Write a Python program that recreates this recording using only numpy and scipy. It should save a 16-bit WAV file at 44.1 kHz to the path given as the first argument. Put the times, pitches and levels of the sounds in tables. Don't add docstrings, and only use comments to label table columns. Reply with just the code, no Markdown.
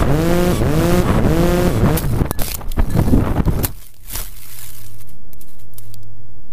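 import sys
import numpy as np
from scipy import signal
from scipy.fft import rfft, irfft, next_fast_len
from scipy.io import wavfile
from scipy.ndimage import uniform_filter1d, map_coordinates

SR = 44100
rng = np.random.default_rng(int(sys.argv[2]) if len(sys.argv) > 2 else 0)


def file_out(sig):
    cols = np.atleast_2d(sig).T
    lim = np.clip(cols, -1, 1)
    pcm = np.round(lim * 32767).astype(np.int16)
    wavfile.write(sys.argv[1], SR, pcm)


N = 287532
TIME_S = np.arange(N) / SR


# open t/s, cut t/s, starting blade rate/Hz, target blade rate/Hz, spin-up tau/s,
# slap level/dB, hiss level/dB, trim of the braking sound before the burst/dB
BURSTS = [(0.026, 0.519, 94.25, 180.6, 0.12, -19.5, -30.5, 6),
          (0.601, 1.025, 103.2, 185.4, 0.15, -19, -28.5, 6.5),
          (1.194, 1.696, 96.36, 179, .095, -19.5, -31, 0),
          (1.805, 2.022, 112.9, 223.1, 0.26, -20, -30.5, 1)]

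def throttle(braking_s=0.016, run_down_s=0.23):
    t = TIME_S
    blade_hz, driven = np.zeros(N), np.zeros(N, bool)
    last_cut, last_hz = 0, BURSTS[0][2]
    for start, cut, from_hz, target_hz, spin_up_s, *_ in BURSTS:
        off, on = (t >= last_cut) & (t < start), (t >= start) & (t < cut)
        blade_hz[off] = from_hz + (last_hz - from_hz) * np.exp((last_cut - t[off]) / braking_s)
        blade_hz[on] = target_hz - (target_hz - from_hz) * np.exp((start - t[on]) / spin_up_s)
        driven |= on
        last_cut, last_hz = cut, blade_hz[on][-1]
    blade_hz[t >= last_cut] = last_hz * np.exp((last_cut - t[t >= last_cut]) / run_down_s)
    brake = uniform_filter1d(1.0 * (~driven & (t < last_cut)), size=600)
    burst_index = np.searchsorted([row[1] for row in BURSTS[:-1]], t)
    return blade_hz, brake, amp(np.array(BURSTS)[burst_index, -3:].T)


# f/Hz, relative level/dB
SLAP_SPECTRUM = [(60, 19), (170, 6.5), (360, 6.5), (540, 2.4), (720, -5), (920, -12), (1400, -11.5),
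                 (1750, -14.5), (2400, -23), (5000, -41)]
HISS_SPECTRUM = [(600, -24), (2200, 6.5), (5000, 1), (9000, -2), (13500, -1.5), (16000, -6.5)]

def propellers(blade_hz, brake, slap_gain, hiss_gain):
    far_ratio, far_db = 0.94, -11
    edge_hz, stall_s = 280, (1.96, 2.0)
    speed = blade_hz / blade_hz.max()
    jitter = (0.002 + 0.04 * brake) * wobble(70)
    cycles = np.cumsum(blade_hz * (1 + jitter)) / SR
    near = np.diff(np.floor(cycles), prepend=0) * amp(1.1 * wobble(170))
    far = np.diff(np.floor(far_ratio * cycles + 0.291 * wobble(6)), prepend=0)
    pulses = colour(near + amp(far_db) * far, SLAP_SPECTRUM)
    pulses = unit(pulses - uniform_filter1d(pulses, size=1500))
    push = signal.lfilter(*signal.butter(1, edge_hz, fs=SR), pulses)
    edge = pulses - push
    running = np.interp(TIME_S, stall_s, [1, 0])
    slap = running * slap_gain * amp(-1.5 * brake) * (speed ** 0.46 * push + speed ** 1.72 * edge)
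    throb = swell(peak_s=2.105, rise_s=0.055, fall_s=0.065, db=-16.5) * np.sin(2 * np.pi * cycles)
    beat = 0.49 + np.exp(-(cycles % 1) / 0.14)
    beat /= np.sqrt(np.average(beat ** 2, weights=running))
    slipstream = running * hiss_gain * speed ** 3.7 * noise(HISS_SPECTRUM) * beat
    wash = amp(6 - 3.5 * brake) * speed ** 0.18 * beat
    return slap + throb + slipstream, 1 + running * (wash - 1)


# harmonic number, relative level/dB
WHINE_HARMONICS = [(1, -10), (2, -17), (3, -16), (5, -23), (7, -15.5), (9, -15)]

def motor_braking(effort, whine_hz=1147):
    phase = 2 * np.pi * np.cumsum(whine_hz * (1 + 0.016 * wobble(600))) / SR
    whine = sum(amp(db) * np.sin(k * phase) for k, db in WHINE_HARMONICS) * amp(1.5 * wobble(120))
    sizzle = uniform_filter1d(effort, size=2800) * noise(HISS_SPECTRUM)
    return amp(-31) * effort * whine + amp(-38) * sizzle


# t/s, relative level/dB
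AIRFLOW = [(0, 0), (1.96, -.5), (2.0, -4.5), (2.13, -0.5), (2.19, 3.5), (2.33, -8.5), (2.74, -9.5),
           (2.83, -3), (3.25, 0), (3.62, 0.5), (3.7, -9), (3.96, -31.5), (4.16, -6.5), (4.42, -30.5)]
# peak t/s, half length/s, flutter level/dB, eddy level/dB
GUSTS = [(0.027, 0.0037, -19, -19.5), (0.052, 0.1, -20.5, -22.5), (1.107, 0.085, -16, -20),
         (1.193, 0.0072, -21, -21.5), (1.271, 0.043, -17.5, -38), (1.875, 0.044, -12, -22.5),
         (2.208, 0.013, -12.5, -28.5), (2.251, 0.024, -17.5, -21.5), (2.405, 0.04, -28, -35.5),
         (2.031, 0.024, -23, -30), (2.611, 0.027, -28, -29.5), (2.797, 0.014, -14.5, -20.5),
         (2.994, 0.068, -16.5, -33.5), (2.996, 0.0043, -30, -27), (3.146, 0.058, -11, -55),
         (3.268, 0.06, -27, -26), (3.389, 0.035, -22, -28.5), (3.475, 0.014, -12.5, -27),
         (3.637, 0.0076, -12.5, -32), (4.204, 0.031, -48, -38.5)]
# f/Hz, relative level/dB
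BUFFET_SPECTRUM = [(8, 5), (30, 5.5), (100, -3.5), (200, -27), (1000, -78.5)]
FLUTTER_SPECTRUM = [(60, -2), (140, 4), (260, -2), (450, -10.5), (800, -24), (2000, -49.5)]
EDDY_SPECTRUM = [(200, -4), (550, 7.5), (1200, 2.5), (2000, -6.5), (3500, -17), (8000, -43.5)]

def rushing_air(wash):
    flow_db = curve(AIRFLOW)
    gust_flutter = sum(swell(s, half_s, half_s, db) for s, half_s, db, _ in GUSTS)
    gust_eddies = sum(swell(s, half_s, half_s, db) for s, half_s, _, db in GUSTS)
    lumps_db = 5 * np.tanh(wobble(45))
    buffet = noise(BUFFET_SPECTRUM)
    flutter = unit(noise(FLUTTER_SPECTRUM) * amp(lumps_db))
    eddies = unit(noise(EDDY_SPECTRUM) * amp(0.49 * lumps_db + 6.5 * np.tanh(wobble(260))))
    return (buffet * np.hypot(amp(-20 + flow_db), amp(-2.5) * gust_flutter)
            + flutter * np.hypot(amp(-21.5 + 1.9 * flow_db), gust_flutter)
            + eddies * np.hypot(amp(-34.5 + 1.5 * flow_db) * wash, gust_eddies))


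# t/s, peak level/dB, rise/s
JOLTS = [(0.026, 0, 0.00098), (1.003, 4.5, 0.00097), (1.679, 4, 0.00054), (2.219, 9.5, 0.0006),
         (2.311, 6.5, 0.000093), (3.405, 9.5, 0.00055)]

def jolts(fall_s=0.0012):
    out, t = np.zeros(N), np.arange(-SR // 50, SR // 50) / SR
    for s, db, rise_s in JOLTS:
        add(out, s + t[0], amp(db) * np.exp(-np.abs(t) / np.where(t < 0, rise_s, fall_s)))
    return out


# t/s, level/dB, f/Hz, t60/s
THUMPS = [(2.385, -1.5, 12, 0.2), (2.674, -11.5, 18.9, 0.75), (2.802, 1, 26, 0.17), (4.153, -18, 34, 0.58)]

def thumps(rise_s=0.003):
    out, t = np.zeros(N), np.arange(SR // 2) / SR
    for s, db, hz, t60 in THUMPS:
        add(out, s, amp(db - 60 * t / t60) * np.sin(2 * np.pi * hz * t) * (1 - np.exp(-t / rise_s)))
    return out


# t/s, relative level/dB, knock trim/dB, f/Hz, t60/s
TWIG_HITS = [(1.9733, -12.5, -4.5, 12500, 0.075), (2.4814, -11, -5, 9050, 0.016),
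             (2.5165, -8.5, -12.5, 3940, 0.013), (2.5424, -13, -19, 13400, 0.034),
             (2.5493, -9.5, -12, 8000, 0.019), (2.7177, -10.5, -28, 3440, 0.015),
             (2.31, -4, -6, 10600, 0.02), (2.3895, -13, -17, 4100, .022), (2.418, -7, -2, 11980, 0.013),
             (2.97, -18.5, -2, 4110, 0.018), (3.4555, -16.5, -3, 4000, 0.0099),
             (3.5896, -28.5, 0, 6500, 0.08), (3.6465, -3, -7, 11700, 0.035),
             (3.8669, -22.5, -32, 11900, 0.0095), (4.1016, -26, -31, 12200, 0.013),
             (4.155, -7.5, -8.5, 5250, 0.017), (4.199, -16, -26, 6000, 0.014),
             (4.8145, -22.5, -27, 12370, .006), (4.864, -24.5, -28, 7100, 0.017),
             (5.0884, -35.5, -28, 12000, 0.053), (5.332, -20.5, -11, 14400, 0.0082),
             (5.3395, -28, -22, 13600, 0.0067), (5.411, -30.5, -28, 12500, 0.074),
             (5.737, -29, -30, 12900, 0.0089), (5.7821, -21.5, -19, 12100, 0.037),
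             (5.941, -15, -25, 4470, 0.0079), (6.029, -37, -29.5, 5000, 0.032)]
# f/Hz, relative level/dB
CRACK_SPECTRUM = [(700, -39), (2000, -7), (4000, -1.5), (8000, 0), (12500, 3)]
KNOCK_SPECTRUM = [(80, 12.5), (1200, 1.5), (2500, -6.5), (5000, -12.5), (10000, -51)]

def snaps(rise_s=0.00028, ring_db=5.5):
    cracks, knocks, t = np.zeros(N), np.zeros(N), np.arange(SR // 5) / SR
    for s, db, knock_db, hz, t60 in TWIG_HITS + stalk_flicks():
        envelope = amp(db - 60 * t / t60) * (1 - np.exp(-t / rise_s))
        crack, knock = rng.standard_normal((2, len(t))) * envelope
        ring = signal.lfilter(*signal.iirpeak(hz, Q=3.5, fs=SR), crack)
        add(cracks, s, crack + amp(ring_db) * ring)
        add(knocks, s, amp(knock_db) * knock)
    return amp(-6.5) * colour(cracks, CRACK_SPECTRUM) + amp(0.5) * colour(knocks, KNOCK_SPECTRUM)


def stalk_flicks(start_s=3.72, span_s=1.33, per_s=20, centre_hz=3600):
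    draws = rng.random((round(per_s * span_s), 3))
    return [(start_s + when * span_s, -33.5 + 10 * size, -12, centre_hz * 2 ** (2 * pitch - 1), 0.008)
            for when, pitch, size in draws]


# start t/s, hold/s, release/s, level/dB
LEAF_STROKES = [(1.963, 0.026, 0.048, -27), (2.038, 0.181, .01, -41), (2.226, 0.12, 0.033, -46.5),
                (2.391, 0.12, 0.028, -26.5), (2.56, 0.03, 0.082, -48), (2.675, 0.24, 0.018, -47),
                (2.894, 0.21, 0.052, -38.5), (3.2, 0.26, 0.011, -46), (3.498, 0.15, 0.045, -43),
                (3.626, 0.031, 0.016, -25)]
# peak t/s, rise/s, fall/s, level/dB
GRASS_SWISHES = [(3.84, 0.14, 0.062, -41.5), (4.162, 0.055, 0.075, -23), (4.64, 0.4, 0.21, -34.5),
                 (5.012, 0.022, 0.015, -40.5), (5.09, 0.03, 0.055, -48.5), (5.42, 0.04, 0.026, -52),
                 (5.5, 0.049, 0.067, -48.5), (5.6, 0.012, 0.043, -47.5), (5.83, 0.067, 0.11, -49.5)]
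# f/Hz, relative level/dB
LEAF_SPECTRUM = [(400, -28), (1500, -12.5), (4000, -7.5), (7000, -11.5), (12500, -5.5), (16000, -10)]
GRASS_SPECTRUM = [(200, -54), (650, -15.5), (1000, -7.5), (2100, -6.5), (4000, -6.5), (6500, -7.5),
                  (13000, -0.5), (16000, -4.5)]

def foliage(ring_db=-6):
    brushing = np.linalg.norm([stroke(*row) for row in LEAF_STROKES], axis=0)
    swishing = np.linalg.norm([swell(*row) for row in GRASS_SWISHES], axis=0)
    leaves = crackle(LEAF_SPECTRUM, per_s=280, spread_db=2.4, share=0.6, patchy_db=2.5) * amp(wobble(50))
    grass = crackle(GRASS_SPECTRUM, per_s=1000, spread_db=2.6, share=0.85, patchy_db=2.4)
    rubbing = brushing * leaves + swishing * grass
    modes = [signal.iirpeak(hz, Q=np.pi * hz * t60 / np.log(1000), fs=SR) for hz, _, t60 in FRAME_MODES]
    return rubbing + amp(ring_db) * sum(signal.lfilter(b, a, rubbing) for b, a in modes)


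def crackle(spectrum, per_s, spread_db, share, patchy_db, contact_s=0.0006):
    sizes = amp(spread_db * np.minimum(rng.exponential(size=N), 4))
    contacts = (rng.random(N) < per_s / SR) * sizes
    power = signal.lfilter([1], [1, -np.exp(-1 / (contact_s * SR))], contacts ** 2)
    envelope = np.sqrt(1 - share + share * power / power.mean())
    bins = signal.stft(rng.standard_normal(N) * envelope, nperseg=512)[2]
    patches = uniform_filter1d(rng.standard_normal(bins.shape), size=4, axis=0)
    patches = unit(uniform_filter1d(patches, size=5, axis=1))
    rustle = signal.istft(bins * amp(patchy_db * patches))[1][:N]
    return unit(colour(rustle, spectrum))


# f/Hz, relative level/dB, t60/s
FRAME_MODES = [(1712, -3, .25), (2100, -16, .02), (4020, -10, .09), (6500, -15, .06), (8100, 0, .04),
               (10400, -18, .02), (12400, -16, .02)]
# t/s, level/dB
BRANCH_BUMPS = [(2.31, -26), (2.903, -30), (3.076, -35)]

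def frame_ring():
    out, t = np.zeros(N), np.arange(SR // 2) / SR
    for s, db in BRANCH_BUMPS:
        for hz, mode_db, t60 in FRAME_MODES:
            envelope = amp(db + mode_db + rng.normal(0, 2) - 60 * t / t60)
            add(out, s, envelope * np.sin(2 * np.pi * hz * t))
    return out


# t/s, level/dB
HUM_LEVELS = [(3.9, -56), (4.1, -51), (4.95, -40.5), (5.4, -55), (5.9, -39), (6.4, -44.5)]
# f/Hz, relative level/dB
RUMBLE_SPECTRUM = [(15, 2.5), (200, -12), (400, -19.5), (1000, -31), (3000, -43), (8000, -45), (14000, -42)]

def outdoors(hum_hz=107.7, rumble_db=-42.5):
    humming = (TIME_S >= HUM_LEVELS[0][0]) & (TIME_S <= HUM_LEVELS[-1][0])
    hum_rms = uniform_filter1d(1.0 * humming, size=400) * amp(curve(HUM_LEVELS))
    hum = hum_rms * np.sqrt(2) * np.sin(2 * np.pi * hum_hz * TIME_S + 0.067 * wobble(4))
    settled = np.interp(TIME_S, (4, 4.8), (0.3, 1))
    return hum + settled * amp(rumble_db) * noise(RUMBLE_SPECTRUM)


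def amp(db):
    return 10 ** (np.asarray(db) / 20)


def unit(x):
    return x / np.sqrt(np.mean(x ** 2) + 1e-20)


def curve(rows):
    return np.interp(TIME_S, *np.transpose(rows))


def wobble(knots_per_s):
    knots = rng.standard_normal(int(N * knots_per_s / SR) + 4)
    return map_coordinates(knots, [TIME_S * knots_per_s])


def swell(peak_s, rise_s, fall_s, db):
    age = TIME_S - peak_s
    return amp(db) * np.exp(-np.abs(age / np.where(age < 0, rise_s, fall_s)) ** 1.5)


def stroke(start_s, hold_s, release_s, db, attack_s=0.0092):
    age = TIME_S - start_s
    return amp(db) * np.clip(age / attack_s, 0, 1) * np.exp(-np.maximum(age - hold_s, 0) / release_s)


def colour(x, spectrum):
    size = 2 * next_fast_len(N // 2 + SR // 4)
    hz, db = np.transpose(spectrum)
    gain = unit(amp(np.interp(np.log(np.fft.rfftfreq(size, 1 / SR) + 1), np.log(hz), db)))
    cepstrum = irfft(np.log(gain))
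    cepstrum[1:size // 2] *= 2
    cepstrum[size // 2 + 1:] = 0
    return irfft(rfft(x, size) * np.exp(rfft(cepstrum)))[:N]


def noise(spectrum):
    return unit(colour(rng.standard_normal(N), spectrum))


def add(track, s, sound):
    start = max(round(s * SR), 0)
    track[start:start + len(sound)] += sound[:N - start]


def scene():
    blade_hz, brake, (slap_gain, hiss_gain, brake_gain) = throttle()
    buzz, wash = propellers(blade_hz, brake, slap_gain, hiss_gain)
    flight = buzz + motor_braking(brake * brake_gain) + rushing_air(wash) + jolts()
    crash = thumps() + foliage() + snaps() + frame_ring()
    return (flight + crash + outdoors())[None]


# t/s, offset/full scale
DC_OFFSET = [(4.1, .04), (5.05, .21)]

def record(dry, ceiling=0.88, recovery_db_per_s=110, top_hz=15300):
    overload_db = 20 * np.log10(np.maximum(np.abs(dry) / ceiling, 1))
    recovery_db = recovery_db_per_s * TIME_S
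    duck_db = np.maximum.accumulate(overload_db + recovery_db, axis=-1) - recovery_db
    low_pass = signal.ellip(12, 0.1, 90, top_hz, fs=SR, output="sos")
    return signal.sosfilt(low_pass, dry * amp(-duck_db)) + curve(DC_OFFSET)


dry = scene()
out = record(dry)
file_out(out)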